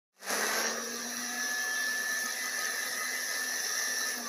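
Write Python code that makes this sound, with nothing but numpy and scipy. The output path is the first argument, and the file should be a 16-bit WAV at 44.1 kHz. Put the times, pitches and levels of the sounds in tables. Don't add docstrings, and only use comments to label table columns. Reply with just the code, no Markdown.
import sys
import numpy as np
from scipy import signal
from scipy.fft import rfft, irfft
from scipy.io import wavfile
from scipy.ndimage import uniform_filter1d, map_coordinates

SR = 44100
rng = np.random.default_rng(int(sys.argv[2]) if len(sys.argv) > 2 else 0)


def volts(x):
    e = np.asarray(x, float) / 20
    return 10 ** e


def dump(signal):
    limited = np.clip(np.atleast_2d(signal).T, -1, 1)
    pcm = np.round(limited * 32767).astype(np.int16)
    wavfile.write(sys.argv[1], SR, pcm)


N = 189144
T = np.arange(N) / SR


def unit(x):
    return x / np.sqrt(np.mean(x ** 2) + 1e-20)


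def curve(rows):
    time_s, value = np.transpose(rows)
    return np.interp(T, time_s, value)


def along(points, hz):
    point_hz, value = np.transpose(points)
    return np.interp(np.log(hz + 1), np.log(point_hz), value)


def step(x, width):
    return .5 + .5 * np.tanh(x / abs(width))


def wobble(rate):
    knots = rng.standard_normal(int(N * rate / SR) + 4)
    return map_coordinates(knots, [T * rate], order=1)


def window(start_s, end_s, ramp_s):
    return np.clip(np.minimum(T - start_s, end_s - T) / ramp_s, 0, 1)


def filtered(x, order, hz, kind):
    return signal.sosfilt(signal.butter(order, hz, kind, fs=SR, output="sos"), x)


def patchy(depth_db):
    z = signal.stft(rng.standard_normal(N + 1024), nperseg=1024)[2]
    field = uniform_filter1d(rng.standard_normal(z.shape), size=3, axis=0)
    field = uniform_filter1d(field, size=5, axis=1)
    return signal.istft(z * volts(depth_db * unit(field)), nperseg=1024)[1][:N]


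# pitch_hz [Hz], level_db [dB per Hz]
CASING_LOW = [(35, -78), (60, -36), (183, -4), (245, -2), (313, -20.5), (512, -17.5), (688, -15.5),
              (746, -20), (986, -18), (1240, -5.5), (1440, -11.5), (1720, -4.5), (1810, -5), (2160, -12.5),
              (3000, -16), (3900, -55), (6600, -120)]
CASING_MID = [(1530, -44), (2600, -15), (3330, -10), (3490, -12), (3620, -8.5), (4040, -5.5), (4430, -8),
              (4700, -12), (5060, -4.5), (5330, -4), (6060, 0), (6490, -5.5), (6670, -11.5), (7210, -14.5),
              (7800, -23), (10100, -50), (17200, -120)]
CASING_HIGH = [(4120, -38), (7000, 5), (8190, -23.5), (9240, -11), (10700, -0.5), (11900, -4),
               (12500, -14.5), (13700, -42), (14900, -13), (15600, -5.5)]
# pitch_hz [Hz], width_hz [Hz], level_db [dB]
PANELS = [(442, 87, 4.5), (506, 11, 6), (727, 32, 4), (1300, 9.5, 3), (1735, 42, 2.5), (1880, 61, 2.5),
          (2657, 82, 5), (3510, 24, 6.5), (3850, 11, -5), (3863, 130, 3.5), (4066, 79, 5.5), (4340, 55, 7),
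          (4674, 130, 7.5), (5050, 32, -2.5), (5520, 17, -1), (6330, 20, -5)]


def casing_db(hz):
    ranges = [along(CASING_LOW, hz), along(CASING_MID, hz) - 8]
    broad = np.select([hz < 2900, hz < 7700], ranges, along(CASING_HIGH, hz) - 15)
    peaks = sum(db / (1 + (2 * (hz - center_hz) / width_hz) ** 2) for center_hz, width_hz, db in PANELS)
    return broad + peaks


def band(x, lo_hz, hi_hz, steep=12):
    hz = np.fft.rfftfreq(N, 1 / SR) + 1
    edges = 1 / np.sqrt((1 + (lo_hz / hz) ** steep) * (1 + (hz / hi_hz) ** steep))
    return irfft(rfft(x) * volts(casing_db(hz)) * edges, N)


OFF_S = 4.12


def speed():
    free_hz, cold_loss_hz, warm_up_s = 253.27, 8.11, 1.876
    head_start_s, spin_up_s, coast_s = .737, .901, 1.68
    warm_hz = free_hz - cold_loss_hz * np.exp(-T / warm_up_s)
    running = warm_hz * np.tanh((T + head_start_s) / spin_up_s)
    return running * np.exp(-np.maximum(T - OFF_S, 0) / coast_s)


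def switched_off():
    run_down_s = 0.085
    return 1 - np.exp(-np.maximum(T - OFF_S, 0) / run_down_s)


ROCKING_SPEEDS = [200, 222, 230, 237, 243.5, 245.5, 247, 253]
ROCKING_DB = [-50.5, -52, -50, -50, -48.5, -52.5, -62, -61]


def rocking_db():
    return np.interp(speed(), ROCKING_SPEEDS, ROCKING_DB)


# time_s [s], contact_db [dB]
CONTACT = [(.3, -25), (.7, -12), (1.15, -12), (1.35, -5), (1.5, -2), (2.1, -6), (2.3, -6), (3.1, -5),
           (3.3, -2), (3.9, 2.5), (4.1, 1), (4.29, -4.5)]


def contact_db():
    return curve(CONTACT)


def tone(angle, count, db, shake, rate=30):
    phase = count * angle + shake * wobble(rate) + rng.uniform(0, 2 * np.pi)
    return np.sqrt(2) * volts(db) * np.sin(phase)


def flares(rows, rest_db, ramp_s):
    gain = volts(rest_db) + sum(volts(db) * window(start_s, end_s, ramp_s) for start_s, end_s, db in rows)
    return 20 * np.log10(gain)


def unbalance(angle):
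    level_db = rocking_db()
    line = tone(angle, count=1, db=level_db + 1.2 * wobble(20), shake=.45)
    blur = unit(band(patchy(depth_db=6.5), 105, 320))
    return line + volts(0.59 * level_db - 31.0) * blur


def cage_beats(angle):
    cage = .41 * angle
    loaded_db = np.interp(T, [1.2, 2.2, 4.13, 4.2], [-8, -1.5, -2.5, -10])
    # order, side, dB
    sidebands = [(7, 1, -47), (7, -1, -50), (8, -1, -53.0), (13, 1, -82.0), (20, 1, -66),
                 (7.5, 1, -78.0), (8, -1, -82)]
    out = np.zeros(N)
    for order, side, db in sidebands:
        level_db = db + loaded_db + 1.5 * wobble(20)
        out += tone(order * angle + side * cage, count=1, db=level_db, shake=1.2, rate=50)
    return out


# time_s [s], level_db [dB]
MESH = [(.3, -65), (.55, -40.5), (.8, -57), (.92, -46.5), (1.05, -60), (1.28, -54), (1.38, -39),
        (1.8, -35.5), (2.2, -37.5), (2.3, -45), (2.8, -41), (2.92, -46.5), (3.2, -43.5), (3.44, -37.5),
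        (3.68, -49), (3.85, -40.5), (4.08, -39), (4.29, -54)]
# start_s [s], end_s [s], level_db [dB]
FIFTH = [(.5, .66, -57), (.76, .84, -49.5), (.94, 1.02, -45.5), (2.08, 2.16, -51.5), (2.24, 2.33, -51),
         (2.43, 2.51, -48), (2.59, 2.71, -46), (2.84, 3.07, -52.5), (3.28, 3.38, -54), (3.68, 3.87, -56),
         (4.03, 4.11, -50), (4.2, 4.35, -49)]
# start_s [s], end_s [s], level_db [dB]
EIGHTH = [(.2, .48, -47), (.61, .75, -43.5), (1.15, 1.45, -51), (2.35, 2.53, -42.5), (2.53, 2.64, -46.5),
          (2.74, 2.92, -46.5), (2.92, 3.24, -45), (3.24, 3.4, -46), (3.5, 3.6, -55.5), (3.74, 3.9, -47.5),
          (4.03, 4.14, -51), (4.22, 4.35, -48.5)]


def whine(angle):
    mesh_db = curve(MESH) - 5 * switched_off()
    fifth_db = flares(FIFTH, rest_db=-78, ramp_s=0.027)
    eighth_db = flares(EIGHTH, rest_db=-87, ramp_s=0.043)
    mesh = tone(angle, count=7, db=mesh_db + .5 * wobble(25), shake=.25)
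    fifth = tone(angle, count=5, db=fifth_db + 3 * wobble(25), shake=.8, rate=70)
    eighth = tone(angle, count=8, db=eighth_db + 2 * wobble(30), shake=1.0, rate=55)
    return mesh + cage_beats(angle) + unbalance(angle) + fifth + eighth


def comb(angle):
    return sum(tone(angle, count=k, db=3.5 * wobble(9), shake=.5) for k in range(2, 62))


# [dB, change once off]
HISS_LAYERS = [
    (-40, 0.752, -46.5, -51, 5.5),
    (-39.5, 0.686, -49, -49.5, -2.5),
    (-37.5, 0.74, -40, -40.5, -2.5),
    (-43, 0.64, -50.5, -42.5, -5.5),
]


def hiss_levels():
    clamp_width_s, settle_s = .022, .8
    contact_share = [0.015, 0.028, 0.13, 0.022]
    for (open_db, clamp_s, after_db, settled_db, off_db), feel in zip(HISS_LAYERS, contact_share):
        settling = np.exp(-np.maximum(T - clamp_s, 0) / settle_s)
        held_db = settled_db + (after_db - settled_db) * settling
        level_db = open_db + (held_db - open_db) * step(T - clamp_s, clamp_width_s)
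        yield level_db + off_db * switched_off() + feel * (contact_db() + 8)


def hiss(angle):
    out = np.zeros(N)
    orders = unit(comb(angle)) * (1 + 0.77 * step(.72 - T, .05))
    pulse = 1 + .16 * np.sin(angle) + .16 * np.sin(2 * angle) + .2 * np.sin(.69 * angle)
    shared_db = 0.36 * wobble(40)
    layers = [(310, 950, 1.64, 1.0, -0.5, 0.2), (950, 2900, 3.1, 0.75, 3.5, 0.17),
              (3750, 7800, 2.6, 1.7, -2.1, 0.29), (7800, 17000, 1.3, 0.71, -0.1, 0.21)]
    for level_db, (lo_hz, hi_hz, depth_db, flutter_db, trim_db, share) in zip(hiss_levels(), layers):
        noise = patchy(depth_db) * pulse * volts(flutter_db * wobble(350))
        layer = band(unit(noise) + share * orders, lo_hz, hi_hz, steep=13.1)
        out += volts(level_db + trim_db + shared_db) * unit(layer)
    return out


# pitch_hz [Hz], level_db [dB per Hz]
RAW = [(180, -63), (300, -28), (424, -1.5), (697, -2), (893, -6), (1850, -8.5), (2250, -14), (3080, -15.5),
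       (6070, -5), (8040, -17), (10600, -11), (13900, -19), (15600, -32)]
# pitch_hz [Hz], clamp_s [s]
LEARNT = [(400, 1), (900, 0.7), (1500, 0.874), (3200, 0.757), (6500, 0.68), (8200, 0.52), (11000, 0.36),
          (15000, 0.71)]
# after_clamp_s [s], level_db [dB]
LET_THROUGH = [
    (-.5, -35.5),
    (-.03, -39),
    (.04, -75),
    (1.1, -64.5),
    (1.6, -50.5),
    (3.6, -49),
]


def raw_noise(angle):
    flutter = volts(3.2 * wobble(300)) * (1 + .5 * np.sin(angle))
    noise = rng.standard_normal(N + 512) * np.pad(flutter, (0, 512))
    hz, time_s, z = signal.stft(noise, SR, nperseg=512)
    colour = unit(volts(along(RAW, hz)))
    gate_db = np.interp(time_s - along(LEARNT, hz)[:, None], *np.transpose(LET_THROUGH))
    gated = signal.istft(z * colour[:, None] * volts(gate_db), nperseg=512)[1][:N]
    return volts(-9 * switched_off()) * gated


def sparks():
    spitting = rng.standard_normal(N) * volts(3.5 * wobble(45) + 4 * wobble(110))
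    sizzling = rng.standard_normal(N) * volts(2.5 * wobble(55) + 3 * wobble(120))
    bursts = unit(filtered(spitting, 6, 14600, "high"))
    sizzle = unit(filtered(sizzling, 6, 12200, "high"))
    return volts(-49) * bursts + volts(-71) * sizzle


def deep_noise():
    low = filtered(rng.standard_normal(N), 4, 55, "low")
    table = filtered(rng.standard_normal(N), 2, (75, 210), "band")
    jolt_db = 5 * np.exp(-T / 0.33)
    dip_db = -19 * step(T - 1.7, 0.094) * step(2.02 - T, .03)
    shaken_db = jolt_db + dip_db
    thrum_db = -77.5 + .6 * (rocking_db() + 58)
    table_db = thrum_db + shaken_db - 6 * switched_off() + 4.8 * wobble(15)
    low_db = -83 + .3 * shaken_db + 4.5 * wobble(7.2)
    return volts(low_db) * unit(low) + volts(table_db) * unit(table)


def grind(angle):
    rattle_db = -56.5 + 11.5 * step(speed() - 243.5, 3.4) + 2 * wobble(4.11)
    plate_db = -50.5 - 30 * np.exp(-T / 0.53) - 1 * T - 8 * switched_off()
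    scrape_db = -40 + 1.06 * contact_db() - 4 * switched_off()
    rattle = band(patchy(depth_db=1.0), 1545, 2230, steep=21)
    plate = band(patchy(depth_db=4.5) * (1 + 0.41 * np.sin(angle)), 2960, 3890, steep=24)
    scrape = band(patchy(depth_db=2.5) * (1 + 0.21 * np.sin(2 * angle)), 5160, 6130, steep=70)
    return volts(rattle_db) * unit(rattle) + volts(plate_db) * unit(plate) + volts(scrape_db) * unit(scrape)


SWELL_ORDERS = [24, 25, 25, 26, 28, 29, 52, 51, 50, 53, 2, 3, 13, 14, 14, 16, 16, 4, 9, 33, 36, 39, 6, 11,
                3, 11, 14.41, 37, 49, 7.59]
# start_s [s], end_s [s], level_db [dB]
SWELLS = [(.78, 1.55, -47.5), (.46, .9, -45), (.93, 1.45, -50.5), (.78, 1.03, -51), (.47, .74, -50),
          (.26, .57, -48), (.26, .68, -50), (.7, 1.2, -67), (.28, .66, -53), (.28, .55, -54),
          (.28, 1.0, -49), (1.2, 1.78, -52), (1.54, 1.89, -57), (2.6, 3.0, -60), (3.5, 4.0, -62),
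          (1.96, 2.11, -52), (3.95, 4.15, -52), (.06, .36, -46), (.35, .65, -46), (.5, 2.2, -73),
          (.5, 1.4, -73), (.9, 4.1, -70), (.24, .48, -48), (1.15, 1.45, -59), (1.75, 4.29, -63),
          (.72, .99, -60), (1.72, 1.92, -53), (.3, .9, -70), (.3, .7, -55), (3.68, 4.0, -47)]


def swells(angle):
    out = np.zeros(N)
    for order, (start_s, end_s, db) in zip(SWELL_ORDERS, SWELLS):
        line = tone(angle, count=order, db=db + 2.5 * wobble(25), shake=.6)
        out += window(start_s, end_s, ramp_s=.08) * line
    return out


# time_s [s], peak_db [dB], ring_hz [Hz]
TICKS = [(.2953, -15, 6100), (.3737, -20, 5840), (0.587, -16, 5440), (0.6678, -14.5, 5770),
         (0.9424, -23, 5730), (0.9667, -18, 5800), (1.1688, -17.5, 5700), (1.5141, -19, 6460),
         (1.8672, -16, 5660), (1.9107, -20, 5480), (2.189, -17, 6370), (2.2604, -13.5, 6360),
         (2.3236, -15, 6000), (2.3887, -20, 5660), (2.458, -14, 6070), (2.647, -14.5, 6100),
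         (2.5907, -12.5, 6080), (2.6543, -11, 6100), (2.7915, -19, 6030), (3.0536, -15.5, 6050),
         (3.2043, -19, 5700), (3.2095, -14, 5760), (3.3958, -16, 5620), (3.778, -13, 5600),
         (3.6552, -26, 5370), (3.6667, -13.5, 5430), (3.7224, -15, 5690), (3.7996, -14.5, 5400),
         (3.985, -18, 5860), (4.0874, -14, 6100)]


def ticks():
    out = np.zeros(N + SR)
    t = np.arange(SR // 40) / SR
    envelope = (1 - np.exp(-t / 0.00054)) * volts(-60 * t / 0.0074)
    chance = rng.uniform(size=(60, 3))
    grazes = [(.3 + 3.85 * a, -33.5 - 3 * np.log(b), 5300 + 1100 * c) for a, b, c in chance]
    for time_s, peak_db, ring_hz in [*TICKS, *grazes]:
        plate_db = (-4.5 if time_s < 1.7 else -14) + rng.normal(0, 2)
        plate = volts(plate_db) * np.sin(2 * np.pi * rng.uniform(4200, 4800) * t)
        crack = 0.08 * rng.standard_normal(len(t))
        ring = np.sin(2 * np.pi * ring_hz * t) + plate + crack
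        out[round(time_s * SR):][:len(t)] += volts(peak_db - 3.5) * envelope * ring
    return filtered(out[:N], 4, 2500, "high")


def scene():
    angle = 2 * np.pi * np.cumsum(speed()) / SR
    motor = whine(angle) + swells(angle) + sparks()
    noise = hiss(angle) + raw_noise(angle) + deep_noise()
    contact = grind(angle) + ticks()
    return (motor + noise + contact)[None]


def suppressor(x, strength):
    time_s, z = signal.stft(x, SR, nperseg=1024)[1:]
    now = uniform_filter1d(abs(z) ** 2, size=4, axis=-1)
    usual = uniform_filter1d(now, size=30, axis=-1)
    usual = uniform_filter1d(usual, size=16, axis=-2)
    working = strength * np.clip((time_s - .55) / .2, 0, 1)
    gain = np.clip(abs(now) / (abs(usual) + 1e-14), .05, 3) ** working
    return signal.istft(z * gain, nperseg=1024)[1][..., :N]


def low_pass(x):
    return signal.sosfilt(signal.butter(12, 15710, fs=SR, output="sos"), x)


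def record(dry):
    fade_start_s, fade_s, band_limit_hz = .12, .19, 15510
    u = np.clip((T - fade_start_s) / fade_s, 0, 1)
    fade = u ** 4.0 + 0.04 * u * (1 - u)
    spectrum = rfft(suppressor(dry, strength=.15))
    kept = irfft(spectrum * (np.fft.rfftfreq(N, 1 / SR) < band_limit_hz), N)
    return low_pass(kept * fade)


dry = scene()
out = record(dry)
dump(out)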